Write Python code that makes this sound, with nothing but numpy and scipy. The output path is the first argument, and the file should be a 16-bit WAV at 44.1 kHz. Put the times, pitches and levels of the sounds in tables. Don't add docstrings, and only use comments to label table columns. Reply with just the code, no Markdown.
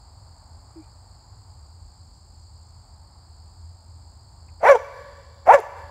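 import sys
import numpy as np
from scipy import signal
from scipy.fft import rfft, irfft, next_fast_len
from scipy.io import wavfile
from scipy.ndimage import uniform_filter1d, minimum_filter1d, map_coordinates

SR = 44100
rng = np.random.default_rng(int(sys.argv[2]) if len(sys.argv) > 2 else 0)


def unload_audio(sound):
    columns = np.transpose(np.atleast_2d(sound))
    steps = np.round(np.clip(columns, -1, 1) * 32767)
    wavfile.write(sys.argv[1], SR, steps.astype(np.int16))


N = 260454

# top of the pitch in seconds, pitch there in Hz, rise in seconds, arch exponent,
# fall in Hz per second, open mouth resonance in Hz, brightness above about 1 kHz at the top in dB,
# hiss in dB (at 0 dB effort and the top pitch).
BARKS = [ (4.703, 570.6, .069, 2.0, 2306, 767, 4, -33.5), (5.544, 578.2, .064, 1.6, 2980, 940, 4, -35.5)]
# time in seconds, level in dB.
BARK_LEVELS = [
    [(4.595, -54), (4.627, -29), (4.642, -10.5), (4.651, -12), (4.686, -8), (4.701, -0.5), (4.727, -6),
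     (4.74, -17.5), (4.756, -11), (4.776, -31)],
    [(5.456, -38), (5.474, -17), (5.484, -15.5), (5.494, 1.5), (5.53, -8.5), (5.545, 0), (5.559, -9),
     (5.57, -22), (5.596, -20), (5.611, -50)],
]
# frequency in Hz, relative gain in dB.
THROAT = [(100, -43), (300, -47), (420, -11.5), (560, 4), (950, 2.5), (1600, -4.5), (1900, -7.5),
          (2300, -10), (2800, -25), (3800, -38.5), (6200, -45), (8500, -55), (15000, -64)]
# frequency in Hz, relative level in dB per Hz.
RASP = [(100, -47), (250, -21), (340, -38.5), (480, 6), (700, 9), (1000, -5.5), (1500, -5.5), (2300, -12.5),
        (2900, -25), (3900, -44), (8000, -38), (15500, -46)]
# frequency in Hz, relative level in dB per Hz.
TEETH = [(2500, -31), (3100, 1), (4000, -3.5), (5000, -2.5), (5900, 3), (6700, -3), (7400, -3), (8500, -17),
         (10000, -8), (12000, -17), (15500, -22)]
# frequency in Hz, relative level in dB.
WEEDS_COLOUR = [(400, -0.5), (1000, -2), (2500, 6), (6000, 9), (14000, 4)]
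# frequency in Hz, relative level in dB.
BANK_COLOUR = [(300, 3.5), (550, 0), (760, -15.5), (1000, 8), (1350, -1.5), (1750, 6), (2600, -1.5),
               (3600, 7.5), (6000, -7.5), (12000, 11)]
# frequency in Hz, time to decay by 60 dB in seconds.
BANK_T60 = [(200, 2.6), (550, 1.27), (1200, 1.63), (2500, 1.52), (5000, 5.4), (12000, 1.42)]
# frequency in Hz, relative level in dB per Hz.
CRICKETS = [(3000, -26), (3750, -20), (4100, -7.5), (4400, 2), (4650, 3), (5100, -1.5), (5400, -18),
            (6000, -39)]
# frequency in Hz, relative level in dB per Hz.
FAR_WINGS = [(5800, -29), (6500, -20.5), (6900, -9), (7300, -5.5), (7600, -3.5), (7850, -12), (8100, -12),
             (9000, -39)]
# time in seconds, level in dB.
FAR_KATYDID_LEVEL = [(0, -65.5), (1.3, -65), (2.8, -65), (3.1, -68), (3.6, -65.5), (5.9, -67)]
# start in seconds, end in seconds.
NEAR_KATYDID_BUZZES = [(-.1, 1.21), (1.345, 4.63)]
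# start in seconds, length in seconds, starting pitch in Hz, starting level in dB.
FROG_NOTES = [(.757, 0.05, 336.5, -40.5)]
# centre in seconds, frequency in Hz, bandwidth in Hz,
# length in seconds, peak level in dB (bandwidth and length are standard deviations of a bell).
CHIRPS = [(0.822, 2370, 110, .045, -74), (.845, 4000, 1500, .002, -63), (2.16, 6100, 450, .022, -77),
          (2.402, 6150, 350, .006, -73), (2.432, 6100, 350, .006, -72), (2.668, 6100, 350, .006, -74),
          (2.697, 6100, 350, .007, -71), (4.492, 2240, 350, 0.0057, -61), (5.603, 11000, 3520, 0.0008, -40)]
# frequency in Hz, relative level in dB per Hz.
RUMBLE = [(20, -40), (30, -19), (42, -4.5), (62, -4.5), (80, -1), (95, -3.5), (115, -8.5), (150, -19.5),
          (220, -25), (400, -32), (900, -57)]
# time in seconds, level in dB.
HUM_LEVEL = [(0, -54), (1.2, -63), (1.6, -47.5), (2.3, -52), (2.7, -51), (3.3, -52.5), (3.7, -45),
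             (4.1, -51), (5.9, -52)]
# frequency in Hz, relative level in dB per Hz.
DISTANCE = [(100, -24), (250, -14), (400, -12), (600, -1), (880, 5), (1200, -3.5), (1600, -12),
            (2300, -20.5), (3000, -36), (6000, -43), (9700, -22), (10600, -45), (15500, -38)]
# time in seconds, level in dB.
RUSH_LEVEL = [(0.0, -60), (0.69, -58.5), (2.44, -64), (3.03, -60), (3.72, -62), (4.4, -61)]

START_HZ, CATCH_HZ = 273.6, 25
BREAK_HZ, BREAK_BEFORE_S, BREAK_WIDTH_S, TOP_HOLD_S = 76.54, .015, 0.0034, 0.0042
SHUT_HZ, WIDEST_BEFORE_S, OPENING_S, CLOSING_S = 575, 0.028, 0.017, .017
ROUGH_START, CLEARING_PER_S = 0.94, 2.94
STEADYING, STEADY_WIDTH_HZ = 0.82, 46.5
RASP_DB, JITTER = -4, .035
BRIGHTEN_DB_PER_OCTAVE = 8.5
STEADY_MELLOW_DB = 3
MUFFLE_DB_PER_S = 267


def dog(t):
    out = np.zeros(N)
    for row, levels in zip(BARKS, BARK_LEVELS):
        top_s, top_hz, rise_s, arch, fall_hz_per_s, open_hz, top_bright_db, hiss_db = row
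        span = (t > levels[0][0]) & (t < levels[-1][0])
        age = t[span] - top_s
        pitch = pitch_arch(age, top_hz, rise_s, arch, fall_hz_per_s)

        jaw_s = np.where(age < -WIDEST_BEFORE_S, OPENING_S, CLOSING_S)
        jaw_opening = np.exp(-((age + WIDEST_BEFORE_S) / jaw_s) ** 2 / 2)
        mouth_hz = SHUT_HZ + (open_hz - SHUT_HZ) * jaw_opening

        steady = steadiness(pitch, mouth_hz)
        hoarse = ROUGH_START - CLEARING_PER_S * (age - age[0])
        rough = np.clip(hoarse * (1 - STEADYING * steady), 0, 1)

        tension_db = BRIGHTEN_DB_PER_OCTAVE * np.log2(pitch / top_hz)
        mellow_db = STEADY_MELLOW_DB * steady * (age < -BREAK_BEFORE_S)
        muffle_db = MUFFLE_DB_PER_S * np.maximum(age, 0)
        bright_db = top_bright_db + tension_db - mellow_db - muffle_db

        level_db, = curves(levels, t[span])
        out[span] += bark(pitch, level_db, mouth_hz, rough, bright_db, hiss_db)
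    return out


def bark(pitch, level_db, mouth_hz, rough, bright_db, hiss_db, mouth_width_hz=150, mouth_db=10,
         split=0.17, flutter_db=6, hiss_follow=0.66, hiss_rise_db=8):
    size = len(pitch)
    scattered_pitch = pitch * (1 + JITTER * rough * wobble(496.3, size))
    phase = 2 * np.pi * np.cumsum(scattered_pitch) / SR
    upper = lambda hz: 1 / (1 + (1100 / (hz + 1)) ** 6)

    order = np.arange(2, 49)[:, None] / 2
    hz = order * pitch
    mouth = 1 + amp(mouth_db) / (1 + ((hz - mouth_hz) / mouth_width_hz) ** 2)
    flutter = flutter_db * rough * np.array([wobble(120.6, size) for _ in order])
    throat = amp(along(THROAT, hz) + bright_db * upper(hz) + flutter)
    strength = throat * mouth * np.where(order % 1, split * rough, 1)
    start_phase = rng.uniform(0, 2 * np.pi, order.shape)
    voice = np.sum(strength * np.sin(order * phase + start_phase), 0)
    voice /= np.sqrt(np.sum(strength ** 2, 0) / 2)

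    rasp = noise(RASP, size)
    rasp = rasp + (amp(bright_db) - 1) * filtered(rasp, upper)
    rasp *= 1 + 0.088 * np.cos(phase)
    share = np.clip(np.maximum(amp(RASP_DB) * rough, 1 - swing(pitch)), 0, 1)

    pressure_db = hiss_follow * level_db + hiss_rise_db * np.log2(pitch / pitch.max())
    teeth = patchy(noise(TEETH, size), depth_db=4.5)
    sputter_db = 1.6 * wobble(140, size)
    hiss = amp(hiss_db + pressure_db + sputter_db) * teeth
    return amp(level_db) * (np.sqrt(1 - share ** 2) * voice + share * rasp) + hiss


def pitch_arch(age, top_hz, rise_s, arch, fall_hz_per_s):
    to_climb = np.clip((-age - BREAK_BEFORE_S) / (rise_s - BREAK_BEFORE_S), 0, 1)
    climb = (top_hz - BREAK_HZ - START_HZ) * to_climb ** arch
    unbroken = (1 - np.tanh((age + BREAK_BEFORE_S) / BREAK_WIDTH_S)) / 2
    fall = fall_hz_per_s * np.maximum(age - TOP_HOLD_S, 0)
    return top_hz - BREAK_HZ * unbroken - climb - fall


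def steadiness(pitch, mouth_hz):
    miss_hz = np.minimum(np.abs(pitch - mouth_hz), np.abs(2 * pitch - mouth_hz))
    return swing(pitch) * np.exp(-(miss_hz / STEADY_WIDTH_HZ) ** 2 / 2)


def swing(pitch):
    return np.clip((pitch - START_HZ) / CATCH_HZ, 0, 1)


def patchy(x, depth_db):
    z = signal.stft(x, nperseg=256)[2]
    field = uniform_filter1d(rng.standard_normal(z.shape), size=3, axis=0)
    field = uniform_filter1d(field, size=6, axis=1)
    return unit(signal.istft(z * amp(depth_db * unit(field)), nperseg=256)[1][:len(x)])


def echoes(x, weeds_db=-14, weeds_t60=0.66, bank_db=-17.0, bank_rise=0.038,
           return_at=0.253, return_width=0.019, return_gain=0.31, twigs_db=-15):
    hz, t, z = signal.stft(rng.standard_normal(2 * SR), SR, nperseg=256)
    decay_db = -60 * t / along(BANK_T60, hz)[:, None]
    bank = signal.istft(z * amp(along(BANK_COLOUR, hz)[:, None] + decay_db), SR, nperseg=256)[1]
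    age = np.arange(len(bank)) / SR
    bank *= 1 - np.exp(-age / bank_rise)
    bank *= 1 + return_gain * np.exp(-((age - return_at) / return_width) ** 2 / 2)

    weeds = noise(WEEDS_COLOUR, len(age)) * amp(-60 * age / weeds_t60)

    twigs = np.zeros(len(age))
    arrivals = (rng.uniform(.003, .02, size=8) * SR).astype(int)
    twigs[arrivals] = rng.standard_normal(size=8)

    parts = [(twigs_db, twigs), (weeds_db, weeds), (bank_db, bank)]
    tail = sum(amp(db) * part / np.linalg.norm(part) for db, part in parts)
    return signal.fftconvolve(x, tail)[:N]


def frog(t, attack_s=0.0055, fade_db_per_s=55, release_db_per_s=900, sag_hz_per_s=520):
    out = np.zeros(N)
    for start, length, hz, db in FROG_NOTES:
        age = np.maximum(t - start, 0)
        release_db = release_db_per_s * np.maximum(age - length, 0)
        level_db = db - fade_db_per_s * age - release_db
        phase = 2 * np.pi * np.cumsum(hz - sag_hz_per_s * age) / SR
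        attack = 1 - np.exp(-age / attack_s)
        out += amp(level_db) * attack * np.sqrt(2) * np.sin(phase)
    return out


def insects(t, crickets_db=-61.0, near_db=-71.5, far_strokes_hz=52, near_strokes_hz=54.6):
    drift_db = .3 * wobble(4, N)
    chorus = amp(crickets_db + drift_db) * noise(CRICKETS, N)

    far_level_db, = curves(FAR_KATYDID_LEVEL, t)
    far = amp(far_level_db) * noise(FAR_WINGS, N) * wing_strokes(far_strokes_hz, depth=.36)

    singing = sum(np.clip(np.minimum(t - start, end - t) / .01, 0, 1) for start, end in NEAR_KATYDID_BUZZES)
    ring = np.sin(2 * np.pi * np.cumsum(8330 + 90 * wobble(440, N)) / SR)
    near = amp(near_db) * singing * unit(ring) * wing_strokes(near_strokes_hz, depth=2.6)
    return chorus + far + near


def wing_strokes(rate_hz, depth):
    phase = 2 * np.pi * np.cumsum(rate_hz * (1 + .003 * wobble(3, N))) / SR
    return unit(np.maximum(1 + depth * np.cos(phase), 0))


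def chirps(t):
    return sum(amp(db) * np.exp(-((t - s) / length) ** 2 / 2) * narrow(hz, width)
               for s, hz, width, length, db in CHIRPS)


def wind(t, rumble_db=-49.5, gust_db=0.54, gusts_per_s=4.87, hum_hz=81):
    rumble = amp(rumble_db + gust_db * wobble(gusts_per_s, N)) * noise(RUMBLE, N)

    hum_level_db, = curves(HUM_LEVEL, t)
    waver = amp(1.2 * wobble(9, N))
    hum_tone = np.sin(2 * np.pi * np.cumsum(hum_hz + 3 * wobble(9.6, N)) / SR)
    hum = amp(hum_level_db) * waver * unit(hum_tone)

    rush_level_db, = curves(RUSH_LEVEL, t)
    rush = amp(rush_level_db + 0.16 * wobble(6.9, N)) * noise(DISTANCE, N)
    return rumble + hum + rush


def amp(db):
    return 10 ** (np.asarray(db) / 20)


def unit(x):
    return x / np.sqrt(np.mean(x ** 2) + 1e-20)


def along(points, hz):
    f, v = np.transpose(points)
    return np.interp(np.log(hz + 1), np.log(f + 1), v)


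def curves(rows, t):
    s, *cols = np.transpose(rows)
    return [np.interp(t, s, c) for c in cols]


def wobble(rate, size):
    knots = rng.standard_normal(int(size * rate / SR) + 4)
    return map_coordinates(knots, [np.arange(size) * rate / SR])


def filtered(x, response):
    m = next_fast_len(len(x) + 8192)
    return irfft(rfft(x, m) * response(np.fft.rfftfreq(m, 1 / SR)), m)[:len(x)]


def noise(spectrum, size):
    return unit(filtered(rng.standard_normal(size), lambda hz: amp(along(spectrum, hz))))


def narrow(hz, width):
    return unit(filtered(rng.standard_normal(N), lambda f: np.exp(-((f - hz) / width) ** 2 / 2)))


def scene():
    t = np.arange(N) / SR
    barks = dog(t)
    return (barks + echoes(barks) + frog(t) + insects(t) + chirps(t) + wind(t))[None]


def gain_control(x, threshold_db=-20, slope=0.18, hold=0.2, lag=0.0047):
    level_db = 10 * np.log10(np.abs(uniform_filter1d(x ** 2, size=256)) + 1e-12)
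    cut_db = np.minimum(threshold_db - level_db, 0) * slope
    half = int(hold * SR / 2)
    held = minimum_filter1d(cut_db, 2 * half + 1, origin=half)
    keep = np.exp(-1 / (lag * SR))
    return x * amp(signal.lfilter([1 - keep], [1, -keep], held))


def limiter(x, size=128):
    needed = np.minimum(1, 1 / (np.abs(x) + 1e-9))
    return x * uniform_filter1d(minimum_filter1d(needed, 2 * size), size)


def record(dry, low_cut_hz=38, top_hz=15720):
    x = limiter(gain_control(dry[0]))
    low_cut = lambda hz: 1 / np.sqrt(1 + (low_cut_hz / (hz + 1)) ** 12)
    return filtered(x, lambda hz: low_cut(hz) * (hz < top_hz))[None]


dry = scene()
out = record(dry)
unload_audio(out)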